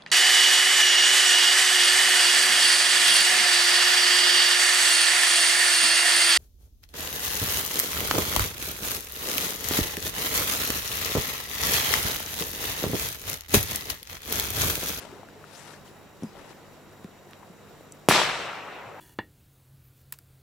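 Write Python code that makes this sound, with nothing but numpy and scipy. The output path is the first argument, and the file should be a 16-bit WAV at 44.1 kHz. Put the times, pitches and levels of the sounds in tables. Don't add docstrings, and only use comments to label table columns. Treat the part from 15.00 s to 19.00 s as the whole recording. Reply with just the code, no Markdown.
import sys
import numpy as np
from scipy import signal
from scipy.io import wavfile

SR = 44100
rng = np.random.default_rng(int(sys.argv[2]) if len(sys.argv) > 2 else 0)


def generate_wav(signal):
    frames = np.transpose(np.atleast_2d(signal))
    scaled = np.clip(frames, -1, 1) * 32767
    pcm = np.round(scaled).astype(np.int16)
    wavfile.write(sys.argv[1], SR, pcm)


def nominal_scale(level):
    x = np.asarray(level, float) / 20
    return 10 ** x


N = 176400
T = np.arange(N) / SR
BANG_S, SUCK_S = 3.08705, .0011
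# frequency in Hz, likeness 0-1.
AIR_LIKENESS = [(60, 0.21), (240, 0.68), (950, 0.76), (3770, 0.35), (15000, 0.082)]


def rms_one(x):
    return x / np.sqrt(np.mean(x ** 2) + 1e-20)


def in_time(rows):
    s, *columns = np.transpose(rows)
    return [np.interp(T, s, column) for column in columns]


def at_hz(points, hz):
    points_hz, values = np.transpose(points)
    return np.interp(np.log(hz), np.log(points_hz), values)


def high(x, hz):
    return signal.sosfilt(signal.butter(2, hz, "high", fs=SR, output="sos"), x)


def low(x, hz, order=2):
    return signal.sosfilt(signal.butter(order, hz, fs=SR, output="sos"), x)


def band(x, low_hz, high_hz):
    return signal.sosfilt(signal.butter(2, [low_hz, high_hz], "band", fs=SR, output="sos"), x)


def panned(x, db):
    return np.array([x * nominal_scale(db / 2), x * nominal_scale(-db / 2)])


def drift(rate_hz):
    r = np.exp(-80 * np.pi * rate_hz / SR)
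    slow = signal.lfilter([1], [1, -2 * r, r * r], rng.standard_normal(N // 40 + 2002))[2000:]
    return np.interp(np.arange(N) / 40, np.arange(len(slow)), rms_one(slow))


def tone(hz):
    return np.sqrt(2) * np.sin(2 * np.pi * np.cumsum(hz + 0 * T) / SR + rng.uniform(0, 6))


def ring(x, hz, t60_s):
    r, w = nominal_scale(-60 / (t60_s * SR)), 2 * np.pi * hz / SR
    return signal.lfilter([0, np.sin(w)], [1, -2 * r * np.cos(w), r * r], x + 1e-18)


def struck(out, start_s, hz, t60_s, db, pan_db):
    i, more = int(start_s * SR), np.zeros((2, N))
    size = min(6000, N - i)
    click = 1. * (np.arange(size) == 0)
    more[:, i:i + size] = panned(nominal_scale(db) * ring(click, hz, t60_s), pan_db)
    return out + more


def grains(per_s, spread_db):
    size_db = spread_db * np.minimum(rng.exponential(1, (4, N)), 4)
    sizes = nominal_scale(size_db) * rng.standard_normal((4, N))
    return rms_one(sizes * (rng.random((4, N)) < per_s / SR)).reshape(2, 2, N)


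def bands(source, spectrum, likeness, shape, patchy_db):
    out, together = 0, drift(3.0)
    edges_hz = 22.6 * 2 ** np.arange(0, 9.6, .5)
    mids_hz = np.sqrt(edges_hz[1:] * edges_hz[:-1])
    power = nominal_scale(at_hz(spectrum, mids_hz)) ** 2 * np.diff(edges_hz)
    total = np.sqrt(np.sum(power) * 2.2 / SR)
    for k, hz in enumerate(mids_hz):
        mid, side = band(source[k % 2], edges_hz[k], edges_hz[k + 1])
        alike = np.clip(at_hz(likeness, hz), 0, 1)
        flicker_db = patchy_db * (together / 2 + drift(15.0))
        gain = nominal_scale(at_hz(spectrum, hz) + flicker_db) * shape(hz) / total
        out = out + gain * (np.sqrt((1 + alike) / 2) * mid + np.sqrt((1 - alike) / 2) * side * [[1], [-1]])
    return out


def wind():
    # frequency in Hz, density in dB per Hz.
    wind_spectrum = [(15, -43), (25, -8.5), (352, -2.5), (710, -6), (1060, -9.5), (7230, -27.5),
                     (10500, -31), (14200, -32), (15800, -37)]
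    level_db, dies_db_per_s = -50.5, .5

    def shape(hz):
        return nominal_scale(level_db - dies_db_per_s * (T - 1.0) * (hz < 6000))
    return bands(rng.standard_normal((2, 2, N)), wind_spectrum, AIR_LIKENESS, shape, patchy_db=1.26)


def motor():
    # frequency in Hz, level in dB.
    drum_orders = [(100, -65), (150, -63), (200, -66)]
    # frequency in Hz, wobble in Hz, level in dB.
    whines = [(3850, 23.3, -74.5), (5820, 23.4, -75.5), (7110, 13.3, -73.5), (7720, 27.4, -78),
              (9600, 31.4, -83), (14240, 14.4, -82)]
    # time in seconds, frequency in Hz.
    capstan_path = [(0, 14210), (.81, 14190), (.95, 14380), (1.0, 14190), (1.41, 14005), (1.64, 14130),
                    (2.09, 14030), (2.385, 14200), (2.405, 14450), (2.43, 13950), (2.475, 14400),
                    (2.545, 13885), (2.565, 14290), (2.65, 13734), (2.675, 14050), (2.74, 13744),
                    (2.8, 14020), (4, 14060)]
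    # start in seconds, length in seconds, level in dB.
    focus_bursts = [
        (.87, .2, -77),
        (.9, .17, -81),
        (2.36, .16, -78),
        (1.247, .075, -65),
        (3.8, .07, -85),
    ]
    focus_pitches_hz = [10050, 9700, 10000, 4950, 10150]
    drum_hz, throb_depth = 50, 0.34
    capstan_db, capstan_wobble_hz, capstan_blur_hz = -73.5, 35, 60

    out = sum(nominal_scale(db + 2.2 * drift(13.0)) * tone(hz) for hz, db in drum_orders)
    throb = 1 + throb_depth * tone(drum_hz) / np.sqrt(2)
    for hz, wobble_hz, db in whines:
        out += nominal_scale(db + 0.57 * drift(30.)) * throb * tone(hz + wobble_hz * drift(61.0))
    top_hz, = in_time(capstan_path)
    top_hz = top_hz + capstan_wobble_hz * drift(30.2) + capstan_blur_hz * drift(300.)
    out += nominal_scale(capstan_db + 2.3 * drift(60.)) * tone(top_hz)
    for (start_s, length_s, db), hz in zip(focus_bursts, focus_pitches_hz):
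        gate = np.clip(np.minimum((T - start_s) / 0.012, (start_s + length_s - T) / .04), 0, 1)
        out += nominal_scale(db + .8 * drift(20.)) * gate * tone(hz)
    return panned(out, 0.27)


def sleeve():
    # frequency in Hz, density in dB per Hz.
    cloth_spectrum = [(150, -10.5), (500, 3), (1500, -1), (4000, -8.5), (8000, -12.5), (11000, -16.5)]
    # start, swell and fade in seconds, level in dB, tilt in dB per octave about 3 kHz.
    strokes = [
        (-.05, 0.079, 0.035, -46, -1),
        (.04, 0.015, 0.26, -52.5, -3),
        (.27, 0.18, 0.16, -58.5, -2),
        (.45, 0.15, 0.085, -49, 0.5),
        (0.62, 0.059, 0.15, -48, -1),
        (.84, 0.02, 0.073, -56.5, 1),
        (1.2, 0.033, 0.14, -55.5, -1),
        (1.31, 0.063, 0.096, -53.5, -3.5),
        (1.36, 0.16, .015, -51.5, -2.5),
        (2.28, 0.078, 0.28, -63, -3.5),
    ]
    pan_db_per_octave = 3.5
    swells = [np.clip(np.minimum((T - s) / up_s, (s + up_s + down_s - T) / down_s), 0, 1)
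              for s, up_s, down_s, _, _ in strokes]

    def shape(hz):
        octaves = np.log2(hz / 3000)
        height = sum(swell * nominal_scale(row[3] + row[4] * octaves) for swell, row in zip(swells, strokes))
        return panned(height, pan_db_per_octave * max(np.log2(hz / 300), 0))
    rub = bands(grains(6000, spread_db=3.0), cloth_spectrum, AIR_LIKENESS, shape, patchy_db=1.16)
    return low(rub, 11500, order=6)


def slide():
    # time in seconds, hollow pitch in Hz, level in dB.
    hollow_path = [
        (.52, 4180, -71),
        (.555, 5200, -55),
        (.58, 7000, -59),
        (.605, 8150, -59),
        (.63, 8500, -72),
    ]
    hz, db = in_time(hollow_path)
    rough = low(rng.standard_normal((2, N)), 800)
    turn = 2 * np.pi * np.cumsum(hz) / SR
    hiss = rms_one(rough[0] * np.cos(turn) + rough[1] * np.sin(turn))
    present = (T > hollow_path[0][0]) * (T < hollow_path[-1][0])
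    return panned(nominal_scale(db) * present * hiss, 10)


def snaps():
    # start in seconds, peak in dB, lowest and highest Hz, pan in dB.
    snap_events = [(.287, -45, 2000, 7500, 8), (.632, -39, 3000, 11500, 12), (1.2332, -36, 900, 7000, 1),
                   (1.242, -41, 800, 4500, -4), (2.0405, -44, 5000, 12000, 3), (2.0445, -35, 700, 4500, 4),
                   (2.3105, -41, 4500, 13000, -5), (2.3335, -33, 900, 3800, -9),
                   (2.809, -48, 9000, 12500, 0), (2.9215, -36, 3500, 10000, 2),
                   (2.9235, -41, 4000, 15000, 3), (2.999, -47, 5000, 14000, 0),
                   (3.062, -45, 5500, 11000, -2)]
    decay_s, out = .0005, np.zeros((2, N))
    for start_s, db, low_hz, high_hz, pan_db in snap_events:
        i = int(start_s * SR)
        burst = rng.standard_normal(400) * np.exp(-np.arange(400) / SR / decay_s)
        burst[0] = 5
        burst = band(burst, low_hz, high_hz)
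        out[:, i:i + 400] += panned(nominal_scale(db) * burst / np.abs(burst).max(), pan_db)
    return out


def shell():
    # start in seconds, level in dB, pitch in Hz, T60 in seconds.
    knocks = [(0.126, -35, 375, 0.044), (.02, -45, 522, 0.096), (.36, -43.5, 419, 0.15),
              (2.044, -40, 387, 0.063), (1.224, -19, 187, 0.014), (1.2344, -15, 214, 0.016),
              (1.242, -22, 210, 0.067), (1.259, -33, 170, .06), (2.046, -25, 182, 0.042),
              (2.501, -35, 173, 0.07), (2.809, -32.5, 523, 0.0078), (3.859, -35.5, 116, 0.13)]
    # frequency in Hz, level in dB, T60 in seconds.
    latch_modes = [(6100, -7, 0.028), (7000, -16, 0.06), (7730, -1, 0.022), (9170, -7, 0.014)]
    # start in seconds, peak in dB, pitch in Hz, pan in dB.
    ticks = [(.2317, -37, 730, 9), (.287, -40, 1510, 10), (.441, -36, 1270, 12), (.539, -43, 1500, 8),
             (.676, -44, 3200, 6), (.704, -46, 4000, 5), (.739, -38, 1800, 2), (.878, -46, 2950, 4),
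             (1.234, -46, 10400, 1), (1.2345, -41, 5850, 1), (1.351, -39, 730, 6), (1.53, -46, 2480, 7),
             (2.431, -42, 1000, 10), (2.947, -53, 9500, 0)]
    latch_s, latch_db = 2.922, -35
    tick_cycles, tick_min_s, scuff_s = 6.0, .005, .0015

    out = 0
    for start_s, db, hz, t60_s in knocks:
        out = struck(out, start_s, hz, t60_s, db + 0.5, 1.0)
    out = high(out, 180)
    for hz, db, t60_s in latch_modes:
        out = struck(out, latch_s + rng.uniform(0, 0.00041), hz, t60_s * 0.6, latch_db + db, 1.0)
    for start_s, db, hz, pan_db in ticks:
        i, burst = int(start_s * SR), np.zeros(1500)
        burst[:300] = rng.standard_normal(300) * np.exp(-np.arange(300) / SR / scuff_s)
        burst[0] = 2.2
        tick = ring(burst, hz, max(tick_cycles / hz, tick_min_s)) + .03 * burst
        tick = high(tick, 300)
        out[:, i:i + 1500] += panned(nominal_scale(db) * tick / np.abs(tick).max(), pan_db)
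    return out


def forest():
    # frequency in Hz, density in dB per Hz.
    near_spectrum = [(29, -56), (50, -16), (151, 2), (300, -2.5), (520, -4), (1300, -3.5), (2900, -2),
                     (7310, -13), (15800, -16.5)]
    far_spectrum = [(88, -24), (150, -14), (172, -19), (194, -15), (489, -1.5), (938, -2), (2600, -8),
                    (9000, -38.5), (11700, -83), (19800, -120)]
    # frequency in Hz, T60 in seconds.
    near_t60 = [(60, 0.29), (200, 0.49), (500, 0.44), (1200, 1), (3000, 0.65), (7000, 0.51), (11000, 0.21),
                (15000, 0.14)]
    far_t60 = [(150, 1.25), (500, 4.9), (1200, 3.55), (3000, 1.63), (9000, 0.58)]
    # frequency in Hz, hold in seconds.
    near_hold = [(100, .005), (500, 0.098), (1500, 0.07), (4000, 0.099), (8000, 0.039), (14000, .01)]
    # frequency in Hz, left-right likeness 0-1.
    echo_likeness = [(60, 1), (240, 0.7), (950, 0.84), (3770, 0.49), (15000, 0.1)]
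    near_db, near_rise_s = -18.5, .008
    far_db, far_rise_s = -25.5, 0.057
    t = np.maximum(T - BANG_S - SUCK_S, 0)

    def near(hz):
        rise = 1 - np.exp(-t / (near_rise_s * min(hz / 1000, 1)))
        decay_t = np.maximum(t - at_hz(near_hold, hz), 0)
        return rise * nominal_scale(near_db - 60 * decay_t / at_hz(near_t60, hz))

    def far(hz):
        rise = 1 - np.exp(-t / far_rise_s)
        return rise * nominal_scale(far_db - 60 * (t - .5) / at_hz(far_t60, hz) - 12) * (hz < 11000)
    both = bands(grains(4000, spread_db=1.0), near_spectrum, echo_likeness, near, patchy_db=0.46)
    both += bands(rng.standard_normal((2, 2, N)), far_spectrum, echo_likeness, far, patchy_db=1.5)
    pan_db = 1.7
    return both * nominal_scale(np.array([[pan_db / 2], [-pan_db / 2]]))


def blast():
    # arrival in seconds, level in dB, pan in dB, pitch in Hz.
    trunks = [(3.1044, -13, -7, 2000), (3.1074, -16, -9, 2200), (3.1116, -3.5, -2, 1160),
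              (3.1133, -12, 4, 1500), (3.1246, -7, 6, 2200), (3.1298, -14, 9, 3150), (3.1361, -13, 3, 3150),
              (3.1388, -10, 3, 2760), (3.1486, -12, 5, 2200), (3.1524, -11, 4, 1000),
              (3.1634, -16, 9, 1050), (3.1682, -14, 3, 790), (3.1796, -12, 3, 1380),
              (3.1857, -13, -3, 1100), (3.19, -13, 4, 1160), (3.1929, -13, -2, 960), (3.1994, -14, 1, 790),
              (3.2018, -15, 4, 1050), (3.2165, -12, 8, 850), (3.2229, -17, 4, 2760), (3.2317, -17, 4, 1380),
              (3.2709, -19, 2, 3150), (3.2768, -18, -1, 2450), (3.2829, -19, 2, 1100),
              (3.2989, -18, 0, 1700), (3.332, -21, 2, 960)]
    push_s, lull_s, bang_db, suck_share = .00024, .00022, 1.0, .72
    ground_hz, ground_t60_s, ground_db = 111, 0.03, -11.5
    bounce_s, bounce_hz, bounce_db = 3.0962, 340, -12.5
    spray_db, spray_t60_s, spray_hz = -14.5, 0.08, 2800

    t = T - BANG_S
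    push = (t >= 0) * (t < push_s) * (1 - .2 * t / push_s)
    push = push + .15 * (t >= push_s) * (t < push_s + lull_s)
    u = np.clip((t - push_s - lull_s) / SUCK_S, 0, 9)
    suck = suck_share * 4.5 * u * np.e * np.exp(-4.5 * u)
    out = panned(nominal_scale(bang_db) * (push - suck), 0)
    out = struck(out, BANG_S + SUCK_S, ground_hz, ground_t60_s, ground_db, 0)
    out = struck(out, bounce_s, bounce_hz, ground_t60_s / 2, bounce_db, 1)
    spray = high(rng.standard_normal(N) + 0.4 * rng.standard_normal((2, N)), spray_hz)
    out += spray * (t > push_s) * nominal_scale(spray_db - 60 * np.maximum(t, 0) / spray_t60_s)

    slaps = np.zeros((2, N))
    for arrival_s, db, pan_db, hz in trunks:
        cycle = np.arange(0, 1, hz / SR)
        i = int(arrival_s * SR - len(cycle) / 4)
        slaps[:, i:i + len(cycle)] += panned(nominal_scale(db) * np.sin(2 * np.pi * cycle), pan_db)
    return low(high(out, 60) + high(slaps, 480), 10700)


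def scene():
    return wind() + motor() + sleeve() + slide() + snaps() + shell() + forest() + blast()


def band_limit(x):
    return signal.sosfilt(signal.butter(12, 15960, fs=SR, output="sos"), x)


def record(dry):
    mix = np.clip(high(dry, 26), -1, 1)
    return band_limit(mix)


dry = scene()
out = record(dry)
generate_wav(out)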